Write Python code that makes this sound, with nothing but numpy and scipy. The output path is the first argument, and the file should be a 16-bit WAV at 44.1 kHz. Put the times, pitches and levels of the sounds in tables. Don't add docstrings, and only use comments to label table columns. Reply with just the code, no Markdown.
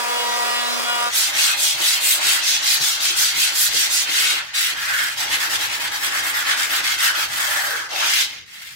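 import sys
import numpy as np
from scipy import signal
from scipy.fft import rfft, irfft, next_fast_len
from scipy.io import wavfile
from scipy.ndimage import uniform_filter1d, map_coordinates

SR = 44100
rng = np.random.default_rng(int(sys.argv[2]) if len(sys.argv) > 2 else 0)


def put_to_file(sound):
    columns = np.atleast_2d(sound).T
    safe = np.clip(columns, -1, 1)
    whole_steps = np.round(safe * 32767)
    wavfile.write(sys.argv[1], SR, whole_steps.astype(np.int16))


N = 385875
TIME = np.arange(N) / SR

# frequency in Hz, relative level in dB per Hz.
RUMBLE_COLOUR = [(15, -40), (30, -12), (80, -7), (200, -7), (400, -14), (1000, -40)]
# time in seconds, relative level in dB.
SHAKE_LEVELS = [(0.0, -79), (.95, -66), (1.15, -59.5), (4.7, -54), (4.82, -51.5), (6.6, -54.5),
                (7.55, -51.5), (7.75, -57), (8.75, -57.5)]
# frequency in Hz, width in Hz, relative level in dB.
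BENCH_MODES = [(75.5, 57, -6), (98.8, 6.5, 4), (138, 29, -7.5)]
# time in seconds, relative thud level in dB, relative scuff level in dB.
BUMPS = [(1.337, -48, -50), (1.74, -35, -59), (1.799, -43, -42.5), (2.02, -48, -46), (2.262, -37, -42),
         (2.801, -29, -47), (3.099, -52, -43.5), (3.18, -34, -60), (3.355, -35, -43.5), (3.745, -35, -37),
         (4.085, -46, -45)]

# time in seconds, speed in turns per second.
SPINDLE_SPEED = [(0, 240.3), (.15, 240.7), (.3, 240.4), (.77, 240.4), (.92, 239.6), (1.1, 240.3)]
# relative level alike in both ears in dB, relative level opposed in dB, swell in dB,
# swell period in seconds, loudest moment in seconds, change under the deeper cut in dB.
WHINE_LINES = [(-69.5, -39.0, 3.0, 1.49, 1.0, -5.5), (-45.0, -41.5, 5.0, 1.07, 0.2, -3.5),
               (-40.0, -44.0, 2.5, 1.49, 0.3, 4.0), (-36.5, -31.0, 4.5, 1.49, 0.25, 6.5),
               (-38.0, -40.5, 3.5, 0.62, 0.52, 5.0), (-47.0, -42.5, 3.0, 0.76, 0.67, 14.0),
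               (-47.0, -43.0, 4.5, 0.57, 0.03, 0.5), (-42.5, -41.5, 6.0, 1.27, 0.47, 6.5),
               (-43.0, -42.0, 2.0, 0.51, 0.06, -2.0), (-45.0, -45.0, 5.5, 0.47, 0.43, 0.5),
               (-45.0, -46.0, 5.0, 0.59, 0.58, 0.0), (-43.0, -36.0, 5.0, 0.38, 0.2, 0.5),
               (-51.0, -47.0, 4.0, 0.55, 0.21, 8.5), (-40.0, -40.0, 4.0, 0.37, 0.2, -2.5),
               (-45.0, -43.0, 2.5, 1.0, 0.59, 2.5), (-47.0, -39.0, 3.5, 0.42, 0.26, 2.5),
               (-49.0, -42.5, 5.5, 0.84, 0.66, 4.5), (-49.5, -46.0, 2.0, 0.38, 0.18, -3.5),
               (-52.5, -50.5, 4.0, 0.33, 0.19, -1.5), (-54.0, -45.5, 3.5, 0.55, 0.39, -5.0),
               (-49.5, -47.0, 6.0, 1.49, 0.58, 4.0), (-52.5, -53.0, 5.5, 0.89, 0.69, -1.0),
               (-51.0, -57.0, 3.0, 0.25, 0.02, -6.0), (-51.0, -59.0, 5.0, 0.46, 0.24, 0.0)]
# frequency in Hz, relative level in dB per Hz.
AIR_COLOUR = [(40, -57), (140, -14), (235, -26), (380, -6.5), (580, 0.5), (800, -2), (1250, 2.5),
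              (2050, -3.5), (2600, -2), (2950, -7.5), (3300, -1.5), (3700, -10.5), (4400, -6.5), (5000, -2),
              (5600, -7.5), (8000, -8), (9400, -7), (11000, -16.5), (15000, -13)]

STRAIGHT_STROKES = [(1.115, 0.32, -22.5, 2.5, -24, -28), (1.326, 0.44, -20.5, 1, -24, -25.5),
                    (1.562, 0.41, -22, 2.5, -23.5, -32.5), (1.765, 0.5, -20.5, 1, -24, -26.5),
                    (1.997, 0.49, -22.5, 0.5, -21.5, -28.5), (2.196, 0.44, -21, 0.0, -24, -24),
                    (2.414, 0.36, -20.5, 2.5, -27.5, -28.5), (2.612, 0.59, -21, 2.5, -25, -26.5),
                    (2.79, 0.28, -23, 4, -28, -29.5), (2.997, 0.3, -21.5, 2, -28, -28),
                    (3.151, 0.27, -21, 3, -23.5, -27), (3.335, 0.49, -21.5, 0.5, -25.5, -28),
                    (3.524, 0.68, -22.5, 3.5, -23, -27.5), (3.7, 0.49, -21.5, 2.5, -25.5, -27.5),
                    (3.893, 0.38, -21.5, 3, -24, -30), (4.055, 0.4, -21, -0.5, -26, -25.5),
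                    (4.421, 0.025, -38.5, -1, -51.5, -36.5), (4.536, 0.27, -22.5, -0.5, -26.5, -25.5)]
ROUND_STROKES = [(4.725, 0.27, -28.5, -1.5, -28, -26.5), (5.168, 0.34, -26.5, 0.5, -26.5, -24.5),
                 (5.285, 0.67, -24, -2.5, -24.5, -22.5), (5.376, 0.61, -26.5, -1, -27.5, -22.5),
                 (5.489, 0.5, -26.5, 0, -25, -22), (5.58, 0.66, -25.5, -1.5, -26, -23),
                 (5.679, 0.48, -27.5, -1, -29, -26), (5.787, 0.55, -28, -2, -28, -24.5),
                 (5.899, 0.36, -30, -0.5, -30.5, -25), (6.011, 0.58, -25.5, -1.5, -23.5, -23.5),
                 (6.1, 0.53, -27, -1, -25.5, -20), (6.218, 0.75, -29, -2.5, -25.5, -22.5),
                 (6.328, 0.32, -27, -0.5, -26, -19.5), (6.451, 0.72, -24.5, -2, -25, -18),
                 (6.555, 0.34, -26, -0.5, -24.5, -21.5), (6.685, 0.54, -25, -1.5, -25, -21.5),
                 (6.823, 0.21, -24.5, -1.5, -25, -23), (6.975, 0.61, -22.5, -0.5, -21, -19.5),
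                 (7.131, 0.45, -25.5, -1.5, -27, -24.5), (7.272, 0.68, -28.5, 0, -26, -20),
                 (7.888, 0.56, -22.0, -0.5, -24.5, -25), (8.269, 0.05, -38, -1.5, -47, -40.5),
                 (8.45, 0.28, -41.5, -2, -42, -42.5)]
# frequency in Hz, relative level in dB per Hz.
STRAIGHT_COLOUR = [(1900, -2), (2400, 0.5), (4100, 4.5), (5000, -1.5), (8000, -1.5), (9300, -4),
                   (11300, -7), (14000, -8), (15400, -11)]
ROUND_COLOUR = [(1900, 0), (2400, 0), (3500, 0.5), (4800, -3.5), (7000, -6.5), (9100, -10.5),
                (11300, -12.5), (15400, -14)]
# frequency in Hz, width in Hz, relative level in dB.
STRAIGHT_MODES = [(1510, 530, 1.5), (1930, 330, 4.5)]
ROUND_MODES = [(1403, 536, -7.5), (1598, 175, 1), (1794, 270, -2)]
# frequency in Hz, width in Hz, relative level in dB.
HOLLOW_MODES = [(600, 366, -1.5), (760, 176, 3), (1120, 690, -1.5)]
LOW_MODES = [(313, 43, 1.5), (394, 49, 0), (516, 61, 8)]
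# time in seconds, relative hollow rub in dB, relative low rub in dB.
STRAIGHT_RUB = [(1.1, -40.5, -49), (1.4, -35.5, -50.5), (1.7, -39.5, -49), (2.1, -38.5, -49.5),
                (2.3, -36.5, -48), (2.55, -41, -51), (4.0, -44, -52), (4.33, -37.5, -40), (4.49, -52, -68),
                (4.6, -44, -49.5)]
ROUND_RUB = [(4.74, -41.5, -50), (5.1, -37, -51.5), (5.22, -36, -43), (6.05, -36.5, -44),
             (7.3, -36.5, -46.5), (7.68, -32, -45), (7.8, -36.5, -49.5), (7.87, -38, -47), (7.96, -29, -45),
             (8.2, -42.5, -48), (8.45, -62, -64), (8.75, -53, -66)]
# time in seconds, pitch in Hz, relative level in dB.
HOLLOW_RING = [(4.76, 1669, -31.5), (4.94, 1622, -22.5), (5.1, 1611, -24.5), (5.16, 1000, -46),
               (5.22, 779, -33), (5.35, 956, -39.5), (5.95, 950, -38), (6.2, 1253, -36), (7.0, 1513, -30.5),
               (7.1, 1550, -22), (7.28, 1246, -36), (7.47, 1049, -42), (7.68, 600, -34), (7.8, 400, -46),
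               (7.87, 558, -52), (7.93, 676, -28.5), (8.0, 721, -37), (8.025, 1410, -22), (8.13, 1750, -41),
               (8.35, 2010, -55), (8.5, 1930, -55), (8.62, 1860, -46), (8.75, 1830, -54)]

ROUTER_STOP_S, STRAIGHT_END_S, ROUND_END_S = 1.095, 4.74, 8.8
DEEPER_CUT_S = 0.86
STUMBLE_S = 0.185
LULL_S, LULL_WIDTH_S, LULL_DB = 0.83, 0.023, -5
SWELL_DB, SWELL_PERIOD_S = 8, 0.405
BEARING_ORDER, BEARING_DB = 10.37, -50
CUTOFF_HZ = 15760


def from_db(db):
    return 10 ** (np.asarray(db) / 20)


def rms_one(x):
    return x / np.sqrt(np.mean(x ** 2) + 1e-20)


def in_time(rows):
    s, *columns = np.transpose(rows)
    return [np.interp(TIME, s, c) for c in columns]


def between(start, end):
    return np.clip(np.minimum(TIME - start, end - TIME) / .01 + .5, 0, 1)


def drift(rate):
    r = np.exp(-200 * np.pi * rate / SR)
    noise = rng.standard_normal(N // 100 + 1002)
    slow = signal.lfilter([1], [1, -2 * r, r * r], noise)[1000:]
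    return np.interp(np.arange(N) / 100, np.arange(len(slow)), rms_one(slow))


def band(x, low_hz, high_hz, order=2):
    edges = [low_hz, min(high_hz, .47 * SR)]
    return signal.sosfilt(signal.butter(order, edges, "band", fs=SR, output="sos"), x)


def coloured(x, spectrum):
    hz, db = np.transpose(spectrum)
    size = next_fast_len(N)
    bins = np.clip(np.fft.rfftfreq(size, 1 / SR), 1, 14500)
    gain = from_db(np.interp(np.log(bins), np.log(hz), db))
    return irfft(rfft(x, size) * gain, size)[..., :N]


def register(x, low_hz, high_hz):
    size = next_fast_len(N)
    edges = np.outer([low_hz, high_hz], [.92, 1.08]).ravel()
    gain = np.interp(np.fft.rfftfreq(size, 1 / SR), edges, [0, 1, 1, 0])
    return irfft(rfft(x, size) * gain, size)[..., :N]


def resonate(x, modes):
    out = 0
    for k, (hz, width, db) in enumerate(modes):
        r = np.exp(-np.pi * width / SR)
        poles = [1, -2 * r * np.cos(2 * np.pi * hz / SR), r * r]
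        gain = (-1) ** k * from_db(db) * (1 - r * r) / 2
        out = out + gain * signal.lfilter([1, 0, -1], poles, x + 1e-18)
    return out


def gliding(x, octaves):
    place = np.cumsum(2 ** octaves) % (N - 1)
    return np.array([map_coordinates(ear, [place], order=3) for ear in x])


def grit(per_s, spread_db):
    sizes = from_db(spread_db * np.minimum(rng.exponential(1, (2, N)), 4))
    sizes = sizes * rng.choice([-1, 1], (2, N))
    caught = rng.random((2, N)) < per_s / SR
    return rms_one(sizes * caught / np.sqrt(per_s))


def bench(bump_db, shake_db, lumpy_db, rumble_db):
    pushes = np.zeros(N)
    for s, db, _ in BUMPS:
        pushes[int(s * SR)] = from_db(db)
    thuds = resonate(resonate(pushes, BENCH_MODES[-1:]), BENCH_MODES[-1:])
    thuds *= pushes.max() / np.abs(thuds).max()
    shoves = rng.standard_normal((2, N)) + 0.22 * rng.standard_normal(N)
    shoves = shoves * from_db(lumpy_db * drift(5.6))
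    shake_gain = from_db(in_time(SHAKE_LEVELS)[0] + shake_db)
    shake = shake_gain * rms_one(band(resonate(shoves, BENCH_MODES), 34, 260))
    rumble = rms_one(coloured(rng.standard_normal((2, N)), RUMBLE_COLOUR))
    return from_db(bump_db) * thuds + shake + from_db(rumble_db) * rumble


def workshop(x, wet_db, t60):
    t = np.arange(SR // 2) / SR
    tail = band(rng.standard_normal((2, len(t))), 210, 6500, order=1) * from_db(-60 * t / t60)
    tail = rms_one(tail) / np.sqrt(len(t))
    return x + from_db(wet_db) * signal.fftconvolve(x, tail, axes=1)[:, :N]


def scattered(x, longest_s, travel_s, count=7):
    out = np.zeros((2, N))
    for ear in range(2):
        for delay in rng.uniform(0, longest_s, count):
            lag = np.round((delay + travel_s * drift(2.0)) * SR).astype(int)
            out[ear] += rng.choice([-1, 1]) * x[(np.arange(N) - lag) % N]
    return rms_one(out)


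def whine(turns, load, waver, waver_per_order, top_db, top_fall_db):
    lines = [(k, *row) for k, row in enumerate(WHINE_LINES, 1)]
    lines.append((BEARING_ORDER, BEARING_DB, BEARING_DB, 0, 1, 0, 0))
    for n, k in enumerate(range(25, 52)):
        faint_db = top_db - top_fall_db * n
        lines.append((k, faint_db, faint_db, SWELL_DB, SWELL_PERIOD_S, rng.random(), 0))
    size = int((ROUTER_STOP_S + .1) * SR)
    t, out = TIME[:size], np.zeros((2, N))
    lull_db = LULL_DB * np.exp(-((t - LULL_S) / LULL_WIDTH_S) ** 2)
    for k, alike_db, opposed_db, swell_db, period_s, loudest_s, cut_db in lines:
        db = swell_db * np.cos(2 * np.pi * (t - loudest_s) / period_s)
        db = db + cut_db * load[:size] + lull_db * (2 < k < 7)
        line = np.sqrt(2) * from_db(db) * np.exp(2j * np.pi * (k * turns[:size] + rng.random()))
        if k % 2 == 1:
            line = line * np.tanh((t - STUMBLE_S) / .01)
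        depth = waver + waver_per_order * k
        wander = drift(13.0)[:4 * size].reshape(4, size)
        wavering = 1 + depth * (wander[:2] + 1j * wander[2:])
        mid, side = line * wavering / np.sqrt(1 + 2 * depth ** 2)
        out[:, :size] += from_db(alike_db) * mid.real + from_db(opposed_db) * side.imag * [[1], [-1]]
    return out


def router(whine_db, air_db, chip_db, bite, cut_bite, air_sag_db, load_s, fade_s):
    turns = np.cumsum(in_time(SPINDLE_SPEED)[0]) / SR
    load = np.clip((TIME - DEEPER_CUT_S) / load_s + .5, 0, 1)
    lines = whine(turns, load, waver=.17, waver_per_order=0.024, top_db=-53.5, top_fall_db=0.8)
    air = rms_one(coloured(rng.standard_normal((2, N)), AIR_COLOUR))
    air = from_db(air_db - air_sag_db * load) * air
    flutes = np.exp((bite + cut_bite * load) * np.cos(4 * np.pi * turns))
    flutes = flutes / np.sqrt(uniform_filter1d(flutes ** 2, size=1100))
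    cuts = grit(9000, spread_db=7.0) * flutes
    feed_db = 1.3 * drift(2.5)
    chips = from_db(chip_db + feed_db) * rms_one(coloured(cuts, AIR_COLOUR))
    running = np.clip((ROUTER_STOP_S - TIME) / fade_s + .5, 0, 1)
    return (from_db(whine_db) * lines + air + chips) * running


def hand_motion(strokes, end_s, pivot_s):
    starts, fastest = np.transpose(strokes)[:2]
    k = np.maximum(np.searchsorted(starts, TIME) - 1, 0)
    length = np.diff(starts, append=end_s)[k]
    peak_at = np.clip(fastest, .05, .95)[k]
    done = np.clip((TIME - starts[k]) / length, 0, 1)
    swing = np.sin(np.pi / 2 * np.minimum(done / peak_at, (1 - done) / (1 - peak_at)))
    creep = np.clip(pivot_s / length, 1e-3, 1)
    place = np.where(k % 2, -length, length) * np.cos(np.pi * done)
    return k, done, creep + (1 - creep) * swing, place


def stroke_gains(strokes, motion, powers, db_per_s_of_travel, brighten, flank_db, ease_s):
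    k, _, speed, place = motion
    rasp_db, bright_db, hiss_db, ring_db = np.transpose(strokes)[2:, k]
    rasp, hiss, ring = [from_db(db + slope * place) * speed ** power
                        for db, power, slope in zip((rasp_db, hiss_db, ring_db), powers, db_per_s_of_travel)]
    tilt = from_db(bright_db) * speed ** brighten
    flank = rasp * from_db(flank_db)
    ease = max(int(ease_s * SR), 1)
    return [uniform_filter1d(gain, ease) for gain in (ring, flank / tilt, rasp, flank * tilt, hiss)]


def ring_glide(motion, sag_octaves, wander_octaves):
    return sag_octaves * (.5 - motion[1]) + wander_octaves * drift(4)


def sanding(gains, colour, modes, glide, ring_db, rasp_db, hiss_db, grains_per_s, diffuse_db,
            judder_db, ring_waver_db):
    ring_gain, dark_gain, rasp_gain, bright_gain, hiss_gain = gains
    per_s = grains_per_s * np.sqrt(rasp_gain / rasp_gain.max())
    grains = grit(per_s, spread_db=2.0)
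    echoes = scattered(grains[0], longest_s=.007, travel_s=.0002)
    scrape = coloured(echoes + from_db(diffuse_db) * grit(per_s, spread_db=7.5), colour)
    rasp = 0
    for gain, low_hz, high_hz in [(dark_gain, 1900, 3100), (rasp_gain, 3100, 4700), (bright_gain, 4700, 7000)]:
        rasp = rasp + gain * from_db(0.43 * drift(18)) * rms_one(register(scrape, low_hz, high_hz))
    tips = register(scrape, 7000, 10500)
    tips = tips + register(scrape, 10500, 16500) * from_db(1.6 * drift(10))
    ring = rms_one(gliding(band(resonate(grains, modes), 730, 1970), glide))
    ring = ring * from_db(ring_waver_db * drift(24))
    paper = from_db(ring_db) * ring_gain * ring + from_db(rasp_db) * rasp
    paper = paper + from_db(hiss_db) * hiss_gain * rms_one(tips)
    return paper * from_db(judder_db * drift(41))


def rubbing(levels, motion, push_at, hollow_db, low_db, hollow_push_db, low_push_db, judder_db):
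    hollow_level, low_level = in_time(levels)
    push = np.cos(2 * np.pi * (motion[1] - push_at))
    drag = grit(5000, spread_db=5.0)
    hollow = rms_one(band(resonate(drag, HOLLOW_MODES), 505, 1100))
    low = rms_one(band(resonate(drag, LOW_MODES), 120, 520))
    out = from_db(hollow_level + hollow_db + hollow_push_db * push) * hollow
    out += from_db(low_level + low_db + low_push_db * push) * low
    return out * from_db(judder_db * drift(6.7))


def scuffs(level_db, rise_s):
    press = 0
    for s, _, db in BUMPS:
        age = np.maximum(TIME - s + rise_s / 2, 0) / rise_s
        press = press + from_db(db + level_db) * age * np.exp(1 - age)
    return press * rms_one(band(grit(3000, spread_db=9.0), 293, 483))


def hollow_ring(level_db, width_hz, judder_db):
    hz, db = in_time(HOLLOW_RING)
    ring = resonate(grit(7000, spread_db=4.0), [(1000, width_hz, 0)])
    ring = gliding(band(ring, 700, 1400), np.log2(hz / 1000))
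    return from_db(db + level_db + judder_db * drift(20)) * rms_one(ring)


def straight_edge():
    motion = hand_motion(STRAIGHT_STROKES, STRAIGHT_END_S, pivot_s=0.061)
    gains = stroke_gains(STRAIGHT_STROKES, motion, powers=(.89, 1.67, .33), db_per_s_of_travel=(.15, 3.3, 2.0),
                         brighten=0.34, flank_db=-2.0, ease_s=0.012)
    glide = ring_glide(motion, sag_octaves=.06, wander_octaves=.07)
    paper = sanding(gains, STRAIGHT_COLOUR, STRAIGHT_MODES, glide, ring_db=-4.0, rasp_db=-2.03, hiss_db=3.5,
                    grains_per_s=14000, diffuse_db=-7.5, judder_db=0.5, ring_waver_db=0.7)
    wood = rubbing(STRAIGHT_RUB, motion, push_at=0.13, hollow_db=0.0, low_db=1.0,
                   hollow_push_db=2.4, low_push_db=2.5, judder_db=1.8)
    return (paper + wood + scuffs(level_db=0, rise_s=0.016)) * between(ROUTER_STOP_S, STRAIGHT_END_S)


def round_top():
    motion = hand_motion(ROUND_STROKES, ROUND_END_S, pivot_s=0.014)
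    gains = stroke_gains(ROUND_STROKES, motion, powers=(.6, .84, .63), db_per_s_of_travel=(-7.7, -12.6, -3.4),
                         brighten=0.015, flank_db=-0.95, ease_s=0.02)
    glide = ring_glide(motion, sag_octaves=.09, wander_octaves=0.028)
    paper = sanding(gains, ROUND_COLOUR, ROUND_MODES, glide, ring_db=-4.46, rasp_db=-2.27, hiss_db=-2.0,
                    grains_per_s=9100, diffuse_db=-7.5, judder_db=0.96, ring_waver_db=1.0)
    wood = rubbing(ROUND_RUB, motion, push_at=0.34, hollow_db=-4.0, low_db=-1.8,
                   hollow_push_db=3.0, low_push_db=0.1, judder_db=2.0)
    hollow = hollow_ring(level_db=-2, width_hz=190, judder_db=1.3) * motion[2] ** 0.32
    return (paper + wood + hollow) * between(STRAIGHT_END_S, np.inf)


def scene():
    background = bench(bump_db=-11.0, shake_db=-0.5, lumpy_db=3, rumble_db=-63)
    machine = router(whine_db=0.8, air_db=-28.0, chip_db=-27.5, bite=0.27, cut_bite=.25,
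                     air_sag_db=4.5, load_s=0.04, fade_s=.04)
    hand = workshop(straight_edge() + round_top(), wet_db=-7.0, t60=0.19)
    return background + machine + hand


def record(dry):
    heard = dry - resonate(dry, [(8450, 190, 4)])
    return signal.sosfilt(signal.ellip(12, .1, 80, CUTOFF_HZ, fs=SR, output="sos"), heard)


dry = scene()
out = record(dry)
put_to_file(out)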